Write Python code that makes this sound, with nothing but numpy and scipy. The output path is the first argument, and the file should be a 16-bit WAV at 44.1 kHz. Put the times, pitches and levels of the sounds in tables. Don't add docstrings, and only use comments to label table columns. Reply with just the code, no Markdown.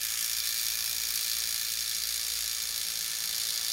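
import sys
import numpy as np
from scipy import signal
from scipy.fft import rfft, irfft
from scipy.io import wavfile
from scipy.ndimage import uniform_filter1d

SR = 44100
rng = np.random.default_rng(int(sys.argv[2]) if len(sys.argv) > 2 else 0)


def decibels_to_gain(level_db):
    exponent = np.asarray(level_db, float) / 20
    return 10 ** exponent


def unload_wav(signal):
    wavfile.write(
        sys.argv[1],
        SR,
        np.round(np.clip(np.atleast_2d(signal).T, -1, 1) * 32767).astype(np.int16),
    )


N = 164052

# (time [s], rate [swings/s])
CRANK_RATE = [(0, 56.838), (.62, 56.849), (1.24, 57.103), (1.86, 56.739), (2.48, 56.598), (3.1, 56.358),
              (3.72, 56.384)]
# (time [s], level [dB], turned away [0-1], head band [dB])
HAND_POSE = [(0, -32.5, 0.3, -2.5), (.2, -31, 0.94, -6.5), (.37, -33.5, 0.2, 0.5), (.42, -32.5, 0, 1.5),
             (.48, -33, 0.16, 0), (.9, -34, 0, 0), (1.3, -33, 0.34, 0.5), (1.75, -34.5, .3, 0.5),
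             (2.0, -34, 0.9, 1), (2.4, -34, .8, -0.5), (2.8, -35, 0.76, 0.5), (3.2, -34, 1.05, -1),
             (3.5, -34, .95, 2), (3.72, -34, .95, 0.7)]
# (place [turns], level [dB], tilt [dB/octave], timing spread [turns], scatter [dB])
KNOCKS = [
    (-.022, 1, -.8, .005, 1.2),
    (.03, -11, 3, .012, 2),
    (.09, -5.5, -4, .012, 1.5),
    (.405, -5.5, 1.5, .007, 2),
    (.47, -10.5, 1, .012, 2),
    (.89, -8.5, 3.6, .013, 2.5),
    (.68, -17, -6, .02, 2.5),
]
# (frequency [Hz], density [dB/Hz])
CRACK_SPECTRUM = [(1700, -15.5), (3000, -12.5), (4800, 0), (7000, 4), (7700, -1), (12400, -1.5),
                  (13100, -8), (15750, -7)]
# (frequency [Hz], density [dB/Hz])
GRIND_SPECTRUM = [(1200, -17.5), (3000, -11.5), (4800, -2), (7100, -2), (7700, -8.5), (12500, -10.5),
                  (13000, -15.5), (15750, -13.5)]
# (frequency [Hz], density [dB/Hz])
AIR_SPECTRUM = [(30, -36), (48, -21), (70, -1.5), (100, -3), (200, -10.5), (400, -11.5), (800, -9),
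                (1200, -7)]
# (frequency [Hz], ..)
SHELL_HZ = (1765, 2375, 3680, 4235, 4760, 5570, 6560, 8060, 8810, 9830, 10450, 12350, 15100)
# (width [Hz], level [dB])
SHELL_WIDTH_DB = [(70, -8), (107, -7), (222, -1.5), (228, 1), (278, 1), (313, -3), (152, -4), (100, -8),
                  (160, -5), (220, -4), (200, -9.5), (495, -9), (700, -16)]
# (frequency [Hz], width [Hz], level [dB])
HANDLE_MODES = [(1153, 11, -26.5), (1326, 153, -8.5), (1746, 110, -1), (2240, 200, -4), (2394, 120, 0.5),
                (2840, 1450, -5)]
# (low edge [Hz], high edge [Hz], change [dB])
TURNING_BANDS = [(1600, 1900, -2), (2050, 2270, 2.5), (2280, 2550, -7), (13000, 19000, -6.5)]
# (low edge [Hz], high edge [Hz])
HEAD_BAND_HZ = (3400, 5200)
# (multiple of the swing rate [-], level [dB])
SHAKE = [(1, -71), (2, -84), (3, -77), (5, -80), (6, -81), (10, -77), (11, -76.5), (13, -75), (17, -76),
         (20.45, -72), (23, -71), (30, -66), (31, -64)]
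# (time [s], shaft hum [dB], commutator whine [dB])
MOTOR_DB = [(0, -95, -70.5), (.6, -96, -72), (.9, -74.5, -69), (2.0, -68, -68), (2.25, -101, -66),
            (2.7, -72, -68), (3.72, -74.5, -65.5)]
# (time [s], level [dB])
MAINS_DB = [(0, -69), (.25, -63), (.4, -63.5), (1.0, -59.5), (1.5, -62), (2.4, -58), (3.0, -68),
            (3.72, -78)]
# (multiple of mains [-], level [dB], wobble [dB])
MAINS_PARTIALS = [(2 / 3, -79, 1), (2, -79, 3.5), (2.96, -73, 3)]


def level(x, db):
    return x * decibels_to_gain(db) / np.sqrt(np.mean(x ** 2))


def curve(table, col):
    rows = np.array(table, float)
    return np.interp(np.arange(N) / SR, rows[:, 0], rows[:, col])


def colour(x, points):
    p = np.array(points, float)
    hz = np.maximum(np.arange(1025) * SR / 2048, 1)
    db = np.interp(np.log(hz), np.log(p[:, 0]), p[:, 1])
    db = db - 18 * np.maximum(np.log2(p[0, 0] / hz), 0)
    cepstrum = irfft(np.log(decibels_to_gain(db)))
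    cepstrum[1:1024] *= 2
    cepstrum[1025:] = 0
    return signal.fftconvolve(x, irfft(np.exp(rfft(cepstrum))))[:N]


def ring(x, hz, width_hz):
    return signal.lfilter(*signal.iirpeak(hz, hz / width_hz, fs=SR), x)


def decay(x, time_s):
    return signal.lfilter([1], [1, -np.exp(-1 / (time_s * SR))], x)


def walk(rate_hz):
    k = int(SR / rate_hz)
    steps = np.repeat(rng.standard_normal(N // k + 1), k)
    return 1.3 * uniform_filter1d(uniform_filter1d(steps, k), k)[:N]


def tone(turns, db, wobble_db):
    return decibels_to_gain(db + wobble_db * walk(12)) * np.sqrt(2) * np.sin(2 * np.pi * turns)


def slack_impacts(turns):
    slack_s, slack_length_s, slack_db = .42, .016, -9
    low_tilt_octaves, mode_scatter_db = .3, 1.5
    place, db, tilt, spread, scatter = np.array(KNOCKS).T
    swings = np.arange(-1, turns[-1] + 1)[:, None]
    draws = rng.standard_normal((len(swings), len(place), 4 + len(SHELL_HZ)))
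    luck = 2.2 * np.tanh(draws / 2)
    knock_turns = swings + place + spread * luck[..., 0]
    at = np.interp(knock_turns, turns, np.arange(N), left=N, right=N).astype(int)
    dip = np.exp(-((at / SR - slack_s) / slack_length_s) ** 2)
    size_db = db + scatter * luck[..., 1] + slack_db * dip

    def train(hz, draw):
        octaves = max(np.log2(hz / 5500), -low_tilt_octaves)
        knock_db = size_db + tilt * octaves + mode_scatter_db * luck[..., draw]
        return np.bincount(at.ravel(), decibels_to_gain(knock_db).ravel(), N + 1)[:N]

    return train


def knocks(train):
    contact_s, damping = .00018, 2.0
    rings = np.zeros(N)
    for k, (hz, (width_hz, db)) in enumerate(zip(SHELL_HZ, SHELL_WIDTH_DB)):
        rings += (-1) ** k * decibels_to_gain(db) * ring(train(hz, 4 + k), hz, damping * width_hz)
    burst = np.sign(rng.standard_normal(N))
    low_touch = decay(decay(train(3400, 2), contact_s), contact_s)
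    high_touch = decay(decay(train(12800, 3), contact_s), contact_s)
    crack = signal.lfilter(*signal.butter(2, 7500, fs=SR), burst * low_touch)
    crack = crack + signal.lfilter(*signal.butter(2, 7500, "high", fs=SR), burst * high_touch)
    return level(rings, -5.5) + level(colour(crack, CRACK_SPECTRUM), -4)


def gears(train):
    grain_db, rattle_db, rattle_s = 2, 4, .004
    grit = rng.standard_normal(N) * decibels_to_gain(grain_db * rng.exponential(size=N))
    grit = grit * (1 + decibels_to_gain(rattle_db) * decay(train(5500, 1), rattle_s))
    shell = np.zeros(N)
    for hz, (width_hz, db) in zip(SHELL_HZ, SHELL_WIDTH_DB):
        shell += decibels_to_gain(db) * ring(ring(grit, hz, 1.8 * width_hz), hz, 1.8 * width_hz)
    return level(colour(grit, GRIND_SPECTRUM), -3.5) + level(shell, -8)


def motor_whirr():
    whirr = sum(decibels_to_gain(db) * ring(rng.standard_normal(N), hz, width_hz) for hz, width_hz, db in HANDLE_MODES)
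    return level(whirr, -13.5)


def held(x):
    def band(low_hz, high_hz):
        return signal.sosfiltfilt(signal.butter(2, (low_hz, high_hz), "band", fs=SR, output="sos"), x)

    away = curve(HAND_POSE, 2) - .5
    out = x + band(*HEAD_BAND_HZ) * (decibels_to_gain(curve(HAND_POSE, 3)) - 1)
    for low_hz, high_hz, db in TURNING_BANDS:
        out = out + band(low_hz, high_hz) * (decibels_to_gain(db * away) - 1)
    bass_cut = signal.ellip(5, 1, 22, 1130, "high", fs=SR, output="sos")
    return signal.sosfilt(bass_cut, out) * decibels_to_gain(curve(HAND_POSE, 1) + 1.5)


def room(brush):
    t60_s, tail_db, gap_s = .12, -16, .003
    s = np.arange(SR // 4) / SR
    tail = rng.standard_normal(len(s)) * decibels_to_gain(-60 * s / t60_s) * (s > gap_s)
    wet = signal.fftconvolve(brush, tail / np.sqrt(np.sum(tail ** 2)))[:N]
    return brush + decibels_to_gain(tail_db) * wet


def handle_shake(turns):
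    return sum(tone(k * turns + rng.random(), db, wobble_db=2) for k, db in SHAKE)


def motor_tones(turns):
    shaft_ratio, pole_ratio = 2.915, 8.735
    shaft = tone(shaft_ratio * turns, curve(MOTOR_DB, 1), wobble_db=2)
    return shaft + tone(pole_ratio * turns, curve(MOTOR_DB, 2), wobble_db=.8)


def mains_hum():
    cycles = 59.85 * np.arange(N) / SR
    hum = tone(cycles, curve(MAINS_DB, 1), wobble_db=.4)
    return hum + sum(tone(k * cycles, db, wobble_db) for k, db, wobble_db in MAINS_PARTIALS)


def air():
    x = signal.sosfilt(signal.butter(2, 1500, fs=SR, output="sos"), rng.standard_normal(N))
    return level(colour(x, AIR_SPECTRUM), -58.5) * decibels_to_gain(1.8 * walk(2.92))


def scene():
    first_turn = .105
    turns = first_turn + np.cumsum(curve(CRANK_RATE, 1)) / SR
    train = slack_impacts(turns)
    brush = held(knocks(train) + gears(train) + motor_whirr())
    background = handle_shake(turns) + motor_tones(turns) + mains_hum() + air()
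    return (room(brush) + background)[None]


def band_limit(x):
    return signal.sosfilt(signal.butter(12, 17070, fs=SR, output="sos"), x)


def record(dry):
    top_cut = signal.ellip(12, .3, 75, 15800, fs=SR, output="sos")
    mix = signal.sosfilt(top_cut, dry)
    return band_limit(mix)


dry = scene()
out = record(dry)
unload_wav(out)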